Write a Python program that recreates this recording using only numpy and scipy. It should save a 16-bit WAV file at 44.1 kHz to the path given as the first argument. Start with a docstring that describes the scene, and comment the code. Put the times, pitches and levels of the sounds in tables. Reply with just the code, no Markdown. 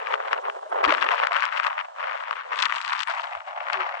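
"""At an open lagoon, gusty wind blows on the two microphone openings (ports) of a hand-held camera.
Each gust brings a hollow rush, a fluttering buffet and a hiss. Small whirls of air (eddies)
crack like a rattle on the left port, which faces the wind. There is almost no bass, and the
sound's steep lower edge moves up and down. Behind this are a few hollow bumps of air,
one short, narrow band of wind noise and faint scuffs of the hand."""
import sys
import numpy as np
from scipy import signal
from scipy.fft import rfft, irfft
from scipy.io import wavfile
from scipy.ndimage import uniform_filter1d, minimum_filter1d

SR = 44100
rng = np.random.default_rng(int(sys.argv[2]) if len(sys.argv) > 2 else 0)


def store_pcm(level_fs):
    """Save levels as 16-bit WAV."""
    pcm = np.round(np.clip(level_fs, -1, 1) * 32767).astype(np.int16)
    wavfile.write(sys.argv[1], SR, np.atleast_2d(pcm).T)


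N = 176400  # 4 seconds

# How hard the wind blows on the ports: time_s, rush_db, buffet_db, treble_db
GUSTS = [(0.0, -24.5, -34.5, -57), (0.04, -31.5, -37.5, -59.5), (0.14, -21.5, -26, -52),
         (0.17, -27.5, -41.5, -60), (0.3, -29, -32, -57), (0.39, -24.5, -39.5, -59),
         (0.42, -35.5, -90, -55), (0.45, -26, -25, -68), (0.49, -19.5, -46, -54), (0.52, -35.5, -60, -57),
         (0.57, -28, -62, -57), (0.61, -39, -79, -59.5), (0.69, -35, -58, -58.5), (0.73, -20.5, -43.5, -58),
         (0.82, -16.5, -30.5, -61), (0.85, -16.5, -27, -40.5), (0.88, -25.5, -25.5, -57),
         (0.9, -16, -17, -42.5), (0.97, -30.5, -33.5, -51), (1.02, -24, -21, -47), (1.06, -28, -33.5, -58),
         (1.13, -25, -23, -52), (1.3, -25, -31.5, -60.5), (1.44, -33.5, -22, -50), (1.49, -34, -35, -64),
         (1.57, -24, -21.5, -45.5), (1.62, -32, -31.5, -61), (1.64, -29.5, -22, -44),
         (1.7, -25.5, -29.5, -58), (1.76, -30, -37, -61), (1.8, -33, -29, -61), (1.85, -29.5, -43.5, -58.5),
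         (1.93, -44.5, -70, -63.5), (1.96, -36, -43.5, -58), (2.02, -27.5, -28.5, -61),
         (2.23, -33, -36, -57.5), (2.26, -43.5, -35.5, -68), (2.31, -25.5, -33.5, -55),
         (2.4, -45, -33, -65), (2.48, -37, -42, -59), (2.51, -32, -30.5, -63), (2.57, -30, -27.5, -44.5),
         (2.65, -48, -25, -35), (2.67, -35, -29, -51.5), (2.73, -34, -27, -43.5), (2.82, -34, -36, -41),
         (2.91, -30.5, -27.5, -47.5), (3.02, -34.5, -30, -46), (3.06, -46, -42.5, -59),
         (3.08, -24, -25, -52), (3.18, -31.5, -31, -51.5), (3.36, -32.5, -39.5, -58),
         (3.44, -43.5, -52, -62), (3.48, -31.5, -38, -58), (3.54, -33, -41, -62), (3.72, -24.5, -27.5, -57),
         (3.78, -26, -25.5, -61.5), (4.0, -30.5, -32.5, -64)]
# The strongest eddies that hit the left port: time_s, level_db, relative_treble_db
BIG_EDDIES = [(0.071, -17.5, -44), (0.14, -13, -34), (0.331, -9.5, -18.5), (0.464, -29, -38),
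              (0.499, -19, -39), (0.842, -1, -17), (0.85, -6.5, -24.5), (0.888, -20, -23),
              (0.907, -8.5, -22.5), (0.924, -6, -19), (0.939, -16, -13.5), (0.982, -17, -35.5),
              (1.021, -18, -17.5), (1.026, -2, -23.5), (1.089, -10, -29.5), (1.271, -12.5, -14.5),
              (1.32, -14.5, -30), (1.332, -19.5, -7), (1.347, -16, -36), (1.432, -12, -24),
              (1.454, -19, -4), (1.525, -18.5, -32), (1.576, -16.5, -16.5), (1.599, -12, -31),
              (1.633, -18, -22), (1.668, -11, -17), (1.791, -18.5, -44), (2.176, -26, -15),
              (2.31, -14.5, -23), (2.533, -19, -22), (2.59, -19, -1.5), (2.603, -19, -3.5),
              (2.638, -18.5, -16), (2.647, -20.5, -17), (2.663, -18, -24), (2.706, -20, -17),
              (2.724, -14.5, -33), (2.815, -32.5, 6.5), (2.849, -18.5, -10), (2.932, -31.5, 6.5),
              (2.993, -22.5, -0.5), (3.005, -24.5, 2), (3.033, -23.5, 4.5), (3.074, -20, -16),
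              (3.247, -33, -8.5), (3.732, -16, -8.5)]
# Short hollow bumps of air: peak_s, half_length_s, pitch_hz, level_db
AIR_BUMPS = [(0.668, 0.011, 630, -37), (0.877, 0.013, 97.4, -48), (0.89, 0.018, 315, -32),
             (0.926, 0.0045, 600, -20.5), (1.134, 0.017, 720, -30.5), (1.317, 0.0076, 700, -30.5),
             (1.04, 0.0054, 300, -46), (2.642, 0.037, 256, -63.5), (3.375, 0.02, 66, -63),
             (3.783, .03, 172, -69.5), (3.79, 0.039, 80, -71), (3.795, 0.038, 368.3, -43)]
# Faint scuffs, probably the hand on the camera: peak_s, half_length_s, level_db
HAND_SCUFFS = [(0.446, 0.009, -71.5), (0.6, 0.28, -78), (0.699, .006, -64), (3.079, 0.0086, -55)]
# The moving edge below which the wind is cut away: time_s, cutoff_hz
LOWER_EDGE = [(0, 398), (.25, 373), (.7, 360), (.85, 330), (.97, 250), (1.05, 293), (1.15, 432), (1.3, 446),
              (1.36, 486), (1.75, 584), (2.12, 472), (2.24, 550), (2.32, 419), (2.56, 425), (2.8, 645),
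              (3.03, 687), (3.12, 588), (4, 511)]
# The tone colour of each part of the wind: frequency_hz, relative_level_db
RUSH_SPECTRUM = [(60, 13.5), (300, -11), (540, 1), (850, 4.5), (1200, -4.5), (2000, -17.5), (16000, -84)]
BUFFET_SPECTRUM = [(60, -31), (720, -24), (900, 2.5), (1130, 3.5), (1500, -2), (2000, -4), (2800, -13.5),
                   (4000, -26), (6000, -38), (9000, -57), (16000, -90)]
HISS_SPECTRUM = [(60, -34), (1500, -7.5), (3000, 8.5), (4700, -0.5), (6000, -1.5), (7300, -3), (8300, -4),
                 (9300, -26), (11500, -50.5), (15000, -30.5)]
POP_SPECTRUM = [(60, -19.5), (680, -19.5), (930, -1.5), (1200, 6), (1900, 0), (2800, -3), (4000, -20),
                (6000, -33.5), (8500, -66.5), (11000, -77.5), (16000, -71.5)]
SNAP_SPECTRUM = [(60, -16), (1000, -5.5), (2800, 15), (4500, 5.5), (6000, -5.5), (8300, -10), (9500, -36),
                 (11000, -62), (16000, -71)]
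# How far the left port's wave is ahead of the right one's: frequency_hz, lead_radians
PORT_LEAD = [(60, 5.5), (430, -1.85), (600, -2.5), (800, -3), (1100, -4.5), (1600, -5), (2600, -3.5),
             (7200, -14.5)]

TIME_S = np.arange(N) / SR
FREQUENCY_HZ = np.fft.rfftfreq(N, 1 / SR)


def wind():
    """Rush, buffet and hiss flutter together; small eddies pop and, in hard gusts, snap."""
    gust_s, *levels = np.array(GUSTS, float).T
    rush_db, buffet_db, treble_db = (np.interp(TIME_S, gust_s, level) for level in levels)
    flutter = wander(turns_per_s=420)
    swell = normalise(gain(2.5 * wander(turns_per_s=86)))

    rush = turbulence(RUSH_SPECTRUM, flutter, flutter_db=2.68, ports_db=(0.17, 0.63), likeness=0.84)
    buffet = turbulence(BUFFET_SPECTRUM, flutter, flutter_db=3.5, ports_db=(0, -4.5), likeness=0.3)
    hiss = turbulence(HISS_SPECTRUM, flutter, flutter_db=1.7, ports_db=(-0.98, -2.4), likeness=0)
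    # Above this level the hiss grows half as fast, and the snaps take over.
    hiss_limit_db = -56.5
    hiss_db = treble_db - 0.5 * np.maximum(treble_db - hiss_limit_db, 0)
    airflow = (rush * gain(rush_db) + buffet * gain(buffet_db)) * swell + hiss * gain(hiss_db)

    # The snaps die away when the buffet drops below a hard gust.
    hard_gust_db = -26.5
    snap_db = treble_db + 13.5 + np.minimum(buffet_db - hard_gust_db, 0)
    pops = small_eddies(per_s=230, spread_db=5, decay_s=0.00057) * swell * gain(buffet_db)
    snaps = small_eddies(per_s=360, spread_db=7, decay_s=0.00027) * swell * gain(snap_db)
    return airflow + hit_left_port(pops, snaps)


def turbulence(spectrum, flutter, flutter_db, ports_db, likeness):
    """Churning air makes fluttering noise; likeness (0 to 1) is how much the two ports share."""
    left, separate = rng.standard_normal((2, N)) * normalise(gain(flutter_db * flutter))
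    right = likeness * at_right_port(left) + np.sqrt(1 - likeness ** 2) * separate
    return colour(np.array([left, right]) * gain(ports_db)[:, None], spectrum)


def small_eddies(per_s, spread_db, decay_s):
    """Tiny whirls of air arrive at random, each a very short burst of noise of its own strength."""
    arrives = rng.random(N) < per_s / SR
    strength = gain(spread_db * np.minimum(rng.standard_normal(N), 2))
    fades = signal.lfilter([1], [1, -np.exp(-1 / (decay_s * SR))], arrives * strength)
    return normalise(rng.standard_normal(N) * fades)


def slaps():
    """Each big eddy slaps the port: one sharp kick inside a few milliseconds of churning air."""
    churn_s, churn_db = 0.0018, -4.5
    pops, snaps = np.zeros(N), np.zeros(N)
    for time_s, level_db, relative_treble_db in BIG_EDDIES:
        fade = np.exp(-np.minimum(abs(TIME_S - time_s) / churn_s, 20))
        churn = rng.standard_normal(N) * fade
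        slap = gain(churn_db) * churn / np.linalg.norm(churn)
        slap[int(time_s * SR)] += 1  # the sharp kick
        slap *= np.sqrt(2 * churn_s * SR)
        pops += slap * gain(level_db - 2.5)
        snaps += slap * gain(level_db + relative_treble_db - 0.5)
    return hit_left_port(pops, snaps)


def hit_left_port(pops, snaps, sheltered_db=-19.5):
    """Dull pops and bright snaps are loud on the left port, faint on the sheltered right one."""
    left = colour(pops, POP_SPECTRUM) + colour(snaps, SNAP_SPECTRUM)
    return np.array([left, gain(sheltered_db) * at_right_port(left)])


def at_right_port(left):
    """The same pressure reaches the right port out of step; the gap shrinks as the wind turns."""
    turn_at_s, turn_s, gap_kept = 3.08, 0.054, 0.52
    lead_radians = across_frequencies(PORT_LEAD)
    before = irfft(rfft(left) * np.exp(-1j * lead_radians), N)
    after = irfft(rfft(left) * np.exp(-1j * gap_kept * lead_radians), N)
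    turned = 0.5 + 0.5 * np.tanh((TIME_S - turn_at_s) / turn_s)
    return before + turned * (after - before)


def air_bumps():
    """Bumps of air sound as brief, hollow, wavering tones that swell and die, alike on both ports."""
    sound = np.zeros(N)
    waver_hz = 20.1 * wander(turns_per_s=108.6)
    for peak_s, half_length_s, pitch_hz, level_db in AIR_BUMPS:
        phase = 2 * np.pi * np.cumsum(pitch_hz + waver_hz) / SR
        sound += np.sqrt(2) * np.sin(phase) * gain(level_db) * hump(peak_s, half_length_s)
    return sound


def narrow_rush():
    """For a moment a narrow, breathy band of wind noise near 1170 Hz stands out, alike on both ports."""
    swell = hump(peak_s=2.737, half_length_s=0.19)
    return noise_band(centre_hz=1170, half_width_hz=83) * swell * gain(-40)


def hand_scuffs():
    """Light rubbing on the camera body makes a thin fizz on both ports."""
    touch = sum(hump(peak_s, half_s) * gain(level_db) for peak_s, half_s, level_db in HAND_SCUFFS)
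    return touch * np.array([noise_band(centre_hz=8900, half_width_hz=1000) for port in range(2)])


def thin_bass(sound, leak_db):
    """Cut away what lies below the moving lower edge; a trace of bass leaks through."""
    steepness = 22.2
    frequency_hz, time_s, slices = signal.stft(sound, SR, nperseg=1024, noverlap=768)
    cutoff_hz = np.interp(time_s, *np.array(LOWER_EDGE).T)
    above_edge = (frequency_hz[:, None] / cutoff_hz) ** steepness
    kept = (above_edge + gain(leak_db)) / (1 + above_edge)
    return signal.istft(slices * kept, SR, nperseg=1024, noverlap=768)[1][:, :N]


def colour(sound, spectrum):
    """Give a sound the tone colour in a table, using a filter with an average power gain of 1."""
    cepstrum = irfft(np.log(gain(across_frequencies(spectrum))), N)
    # Folding this onto its first half makes the filter respond after a kick, never before.
    cepstrum[1:N // 2] *= 2
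    cepstrum[N // 2 + 1:] = 0
    response = np.exp(rfft(cepstrum))
    return irfft(rfft(sound) * response / np.sqrt(np.mean(abs(response) ** 2)), N)


def across_frequencies(table):
    """Fill in the values between a table's rows, giving each octave equal room."""
    row_hz, values = np.array(table, float).T
    return np.interp(np.log(FREQUENCY_HZ + 1), np.log(row_hz), values)


def wander(turns_per_s):
    """A smooth random wobble with a typical size of 1."""
    window = int(SR / turns_per_s)
    smoothed = uniform_filter1d(rng.standard_normal(N), window, mode="wrap")
    return normalise(uniform_filter1d(smoothed, window, mode="wrap"))


def noise_band(centre_hz, half_width_hz):
    """Noise close to one pitch, with a typical size of 1."""
    band = np.exp(-((FREQUENCY_HZ - centre_hz) / half_width_hz) ** 2)
    return normalise(irfft(rfft(rng.standard_normal(N)) * band, N))


def hump(peak_s, half_length_s):
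    """A bell-shaped rise and fall around one moment."""
    return np.exp(-((TIME_S - peak_s) / half_length_s) ** 2)


def gain(level_db):
    """Turn decibels into a number to multiply by."""
    return 10 ** (np.asarray(level_db) / 20)


def normalise(sound):
    """Scale to a typical size (root mean square) of 1."""
    return sound / np.sqrt(np.mean(sound ** 2) + 1e-20)


def scene():
    """Wind and its slaps with the bass thinned out, plus bumps, a narrow rush and faint scuffs."""
    gusts = thin_bass(wind(), leak_db=-53) + thin_bass(slaps(), leak_db=-28)
    return gusts + air_bumps() + narrow_rush() + hand_scuffs()


def record(dry):
    """A fast limiter turns down the loudest peaks, and the recorder cuts the highest treble."""
    ceiling, top_hz = 0.85, 15800
    safe_volume = np.minimum(ceiling / (abs(dry).max(axis=0) + 1e-9), 1)
    held_volume = minimum_filter1d(safe_volume, size=129)
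    smooth_volume = uniform_filter1d(uniform_filter1d(held_volume, size=64), size=64)
    treble_cut = signal.ellip(8, 0.2, 70, top_hz, fs=SR, output="sos")
    return signal.sosfilt(treble_cut, dry * smooth_volume)


dry = scene()
out = record(dry)
store_pcm(out)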